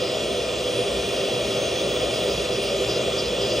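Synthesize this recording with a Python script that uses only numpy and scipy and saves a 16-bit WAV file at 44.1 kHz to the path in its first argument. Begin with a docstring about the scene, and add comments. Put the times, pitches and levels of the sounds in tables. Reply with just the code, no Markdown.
"""A dental micromotor with a fluted bur trims a resin model, close to a two-port microphone.
Its bearings whine in thin tones at fixed multiples of a shaft speed that sags as the bur is pressed on.
Firmer strokes chatter: a knock once a turn, mixed with scraping, rings the model and the bur.
Behind it a dust extractor roars steadily, as noise coloured by hose and bench resonances, and hums."""
import sys
import numpy as np
from scipy import signal
from scipy.fft import rfft, irfft, next_fast_len
from scipy.io import wavfile
from scipy.ndimage import uniform_filter1d, map_coordinates

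SR = 44100
rng = np.random.default_rng(int(sys.argv[2]) if len(sys.argv) > 2 else 0)


def transcribe(u):
    """Save the signal u as a 16-bit wav file named by the first command-line argument.

    u: samples, shape (n,) or (channels, n), limited to [-1, 1]; the rate is SR.
    q: integer samples, one column per channel.
    """
    v = np.clip(np.atleast_2d(u).T, -1, 1)
    q = np.round(v * 32767).astype(np.int16)
    wavfile.write(sys.argv[1], SR, q)


N = 158760
TIME = np.arange(N) / SR  # s
FFT_LENGTH = next_fast_len(N + 8192)  # zero padding leaves room for the ringing
HZ = np.fft.rfftfreq(FFT_LENGTH, 1 / SR)


def amp(db):
    """Level in decibels to amplitude ratio."""
    return 10 ** (np.asarray(db) / 20)


def unit(x):
    """Normalisation to an RMS value of one."""
    return x / np.sqrt(np.mean(x ** 2) + 1e-20)


def along(points):
    """Interpolation of (f/Hz, value) points on a logarithmic frequency axis."""
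    f, value = np.transpose(points)
    return np.interp(np.log(HZ + 1), np.log(f + 1), value)


def filtered(x, response):
    """Linear filtering: the spectrum of x times a response given on HZ."""
    return irfft(rfft(x, FFT_LENGTH) * response, FFT_LENGTH)[..., :N]


def peaks(rows):
    """Second-order resonance: one complex band-pass response per (f/Hz, width/Hz, level/dB) row."""
    return [amp(db) * 1j * HZ * width / (centre ** 2 - HZ ** 2 + 1j * HZ * width)
            for centre, width, db in rows]


def wobble(rate):
    """Slow random modulation: a spline through random knots, rate knots a second."""
    knots = rng.standard_normal(int(N * rate / SR) + 4)
    return map_coordinates(knots, [TIME * rate])


def sine(turns):
    """Pure tone of unit RMS value whose phase is given in turns."""
    return np.sqrt(2) * np.sin(2 * np.pi * turns)


def shaft():
    """Rotation kinematics: speed in turns per s, its integral in turns, and the main whine's level in dB."""
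    # course of the motor: t/s, shaft speed/(turns per s), main whine level/dB
    motor = [(0.0, 197.5, -70), (0.093, 197.3, -70), (0.134, 200.0, -70), (0.232, 211.8, -56),
             (0.316, 211.4, -52), (0.525, 219.1, -57), (0.604, 220.1, -56), (0.708, 226.1, -42),
             (0.871, 221.1, -45), (0.961, 223.8, -45), (1.033, 229.6, -46), (1.202, 221.9, -46),
             (1.353, 229.7, -46), (1.477, 222.3, -45), (1.617, 232.0, -48), (1.721, 228.7, -42),
             (1.855, 233.0, -47), (1.982, 231.6, -53), (2.142, 236.7, -43), (2.293, 235.3, -44),
             (2.392, 241.3, -46), (2.641, 233.8, -44), (2.783, 246.4, -51), (2.905, 239.6, -48),
             (2.961, 238.9, -49), (3.051, 251.0, -52), (3.08, 252.7, -51), (3.126, 246.5, -53),
             (3.225, 241.9, -47), (3.26, 242.2, -48), (3.326, 250.1, -56), (3.37, 252.5, -55),
             (3.529, 242.7, -56), (3.602, 245.6, -65)]
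    s, speed, whine_db = np.transpose(motor)
    speed = uniform_filter1d(np.interp(TIME, s, speed), size=SR // 30)
    turns = np.cumsum(speed) / SR
    return speed, turns, np.interp(TIME, s, whine_db)


def bearing_tone(order, turns, db, waver_db):
    """Order tone: its frequency is a fixed multiple of the shaft speed, with its own level and phase waver."""
    level = db + waver_db * wobble(14)
    blur_turns = .07 * wobble(60)
    return amp(level) * sine(order * turns + blur_turns + rng.random())


def bearings(speed, turns, whine_db):
    """Order spectrum of the bearings: a main whine, and weaker tones modified by casing resonance."""
    # shaft speeds at which the weak tones' levels are listed: speed/(turns per s)
    speeds = [198, 222, 245]
    # weak bearing tones: frequency/(multiples of the shaft speed)
    orders = [23.79, 25.08, 25.95, 27.49, 28.94, 29.5, 30.01, 32.48, 33.61, 35.2, 35.57, 38.9, 41.01, 42.96,
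              47.53, 50.31, 50.62, 51.49, 59.15, 59.99, 67.6]
    # their levels before the casing: slow level/dB, middle level/dB, fast level/dB
    tone_levels = [(-57, -59, -60), (-48, -59, -66), (-64, -60, -54), (-52, -53, -55), (-68, -64, -59),
                   (-55, -58, -52), (-64, -60, -61), (-68, -62, -66), (-58, -56, -60), (-56, -59, -65),
                   (-60, -59, -70), (-66, -63, -65), (-72, -67, -62), (-62, -61, -68), (-77, -70, -67),
                   (-58, -65, -78), (-59, -65, -78), (-76, -72, -76), (-70, -80, -68), (-78, -82, -71),
                   (-76, -65, -62)]
    # casing resonances, added to the direct sound: f/Hz, width/Hz, level/dB
    casing = [(4980, 250, 3), (6320, 160, 4), (9120, 220, 6)]
    weak = 0
    for order, levels in zip(orders, tone_levels):
        weak = weak + bearing_tone(order, turns, np.interp(speed, speeds, levels), waver_db=3)
    whine = bearing_tone(42.1, turns, whine_db, waver_db=1)
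    return whine + filtered(weak, 1 + sum(peaks(casing)))


def ring(knocks, scrape, scrape_share, rows):
    """Forced resonance: knocks and scraping, mixed by power share, drive sharpened resonances."""
    drive = np.sqrt(1 - scrape_share) * unit(knocks) + np.sqrt(scrape_share) * unit(scrape)
    # each response times its own magnitude: narrower, with the same peak gain
    response = sum(p * abs(p) / abs(p).max() for p in peaks(rows))
    return unit(filtered(drive, response))


def chatter(turns):
    """Periodic impact excitation: one knock a turn, plus scraping, rings the model and the bur in each stroke."""
    # strokes of the bur: middle t/s, length at half height/s, model ring level/dB, bur ring level/dB
    strokes = [(1.2, .05, -48, -53), (1.53, .05, -45, -60), (2.15, .08, -38, -52), (2.23, .08, -47, -47),
               (2.31, .05, -36, -49), (2.37, .03, -39, -62), (2.45, .04, -42, -62), (2.55, .07, -36, -60),
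               (2.635, .04, -37, -44), (2.69, .065, -35, -56), (2.905, .05, -32, -54),
               (2.96, .04, -35, -56), (3.195, .035, -29, -58), (3.26, .06, -38, -60),
               (3.425, .04, -35, -60), (3.465, .025, -35, -60), (3.515, .045, -33, -57),
               (3.57, .03, -38, -62)]
    # resonances of the model, relative levels: f/Hz, width before sharpening/Hz, level/dB
    model_rings = [(4650, 250, -9), (4930, 280, 0), (5370, 350, -8), (5900, 400, -14)]
    # resonances of the bur, relative levels: f/Hz, width before sharpening/Hz, level/dB
    bur_rings = [(9200, 700, 0), (14750, 1300, -5)]
    knocks = 0
    # nearly aligned overtones add up to a pulse once a turn
    for k in range(14, 68):
        unevenness = amp(2 * wobble(20))
        phase_turns = rng.normal(0, .15)
        knocks = knocks + unevenness * np.cos(2 * np.pi * (k * turns + phase_turns))
    # the noise swells once a turn
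    scrape = rng.standard_normal(N) * (1 + np.cos(2 * np.pi * turns))
    body = ring(knocks, scrape, .1, model_rings)
    bite = ring(knocks, scrape, .4, bur_rings)

    out = np.zeros(N)
    for middle, length, body_db, bite_db in strokes:
        press = np.cos(np.pi * np.clip((TIME - middle) / (2 * length), -.5, .5)) ** 2
        out += press * (amp(body_db) * body + amp(bite_db) * bite)
    return out


def extractor():
    """Broadband flow noise through resonances, as parts common to and opposed in two partly coherent channels."""
    # random level flicker by frequency: f/Hz, depth/dB
    flicker = [(300, .5), (3000, 0.3), (6000, 1.3), (10000, 2.5), (15000, 1.5)]
    # spectral density of the air noise: f/Hz, level/(dB per Hz)
    air = [(10, -90), (30, -83), (42, -99), (56, -57), (95, -65), (200, -58.5), (300, -61.5), (440, -54.5),
           (700, -62), (800, -70), (1400, -69), (1620, -79), (1800, -74.5), (2080, -75.5), (2300, -69),
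           (3600, -66), (3750, -76.5), (4400, -73), (5500, -72), (7000, -81), (8600, -82.5), (9500, -84),
           (11300, -86), (12200, -103), (13000, -102), (14000, -92), (14600, -91.5), (15700, -94)]
    # hose and bench resonances: f/Hz, width before sharpening/Hz, level/(dB per Hz)
    hose = [(117.6, 14.7, -55), (341.4, 30, -54), (394.8, 23, -45.5), (499.4, 38, -46.5), (573, 31, -49.5),
            (629, 42.5, -51.5), (684.7, 16, -54), (1234, 67, -68.5), (1880, 214, -71), (2440, 99, -62.5),
            (2777, 134, -60.5), (3035, 78, -61), (3310, 154, -58), (3476, 124, -60.5), (3922, 330, -66.5),
            (4087, 81, -67), (4630, 55, -68), (5056, 88, -66)]
    # magnitude-squared coherence of the noise, left and right: f/Hz, coherence
    likeness = [(60, 0.95), (600, 0.87), (790, 1), (1000, 1), (1600, 0.55), (1900, 1), (4300, 0.81),
                (5700, 1), (7400, .995), (7900, 1), (8500, 0.43), (9000, 0.81), (10200, 1), (11000, 0.94),
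                (12000, .95), (14700, .6), (15500, .95)]
    hz, _, spectra = signal.stft(rng.standard_normal((2, N)), SR, nperseg=512)
    depth_db = np.interp(hz, *np.transpose(flicker))[:, None]
    # smoothed over 6 frequency bins and 12 frames
    field = uniform_filter1d(rng.standard_normal(spectra.shape[1:]), size=6, axis=0)
    field = uniform_filter1d(field, size=12, axis=1)
    flickering = spectra * amp(depth_db * unit(field))
    pair = signal.istft(flickering, nperseg=512)[1][:, :N]
    pair = unit(pair * amp(.5 * wobble(3.05)))  # slow swell

    resonant_power = sum(abs(p) ** 4 / abs(p).max() ** 2 for p in peaks(hose))
    colour = np.sqrt((amp(along(air)) ** 2 + resonant_power) * SR / 2)
    # the angle divides the power so that left and right correlate by the root of the coherence
    angle = np.arccos(np.sqrt(np.clip(along(likeness), 0, 1))) / 2
    return filtered(pair, colour * [np.cos(angle), np.sin(angle)])


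def hum():
    """Mains-frequency vibration of the extractor's motor: steady pitches with slowly wavering levels."""
    # hum tones: f/Hz, level/dB
    mains = [(60, -52), (120, -54.5)]
    return sum(amp(db + 1.7 * wobble(2.3)) * sine(hz * TIME) for hz, db in mains)


def scene():
    """Stereo difference: a phase lead and level tilt between left and right, set by frequency."""
    # phase lead of left over right: f/Hz, lead/rad
    lead = [(60, 0), (400, -.2), (600, .35), (800, -1.3), (1200, -.5), (1600, -1), (1950, 0), (2350, 0),
            (3100, .7), (5000, .35), (5600, 0), (8650, 0), (9200, -1.6), (10200, -3.1), (11700, -6.2),
            (12700, -6.5), (13300, -9.4), (14200, -9.5), (15200, -12.5)]
    # level of left minus right: f/Hz, difference/dB
    tilt = [(60, 0), (330, 0), (500, -2.5), (640, 3), (790, 17.5), (950, -6.5), (1400, 6.5), (1800, 0),
            (2740, -1), (4200, 0)]
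    speed, turns, whine_db = shaft()
    tool = bearings(speed, turns, whine_db) + chatter(turns)
    air_common, air_apart = extractor()
    common = tool + air_common + hum()
    # each channel takes half of the lead and tilt, in opposite senses
    left = amp(along(tilt) / 2) * np.exp(.5j * along(lead))
    channels = np.array([common + air_apart, common - air_apart])
    return filtered(channels, np.array([left, 1 / left]))


def record(dry):
    """Band limitation: an ideal low-pass removes everything from 15780 Hz up."""
    return filtered(dry, HZ < 15780)


dry = scene()
out = record(dry)
transcribe(out)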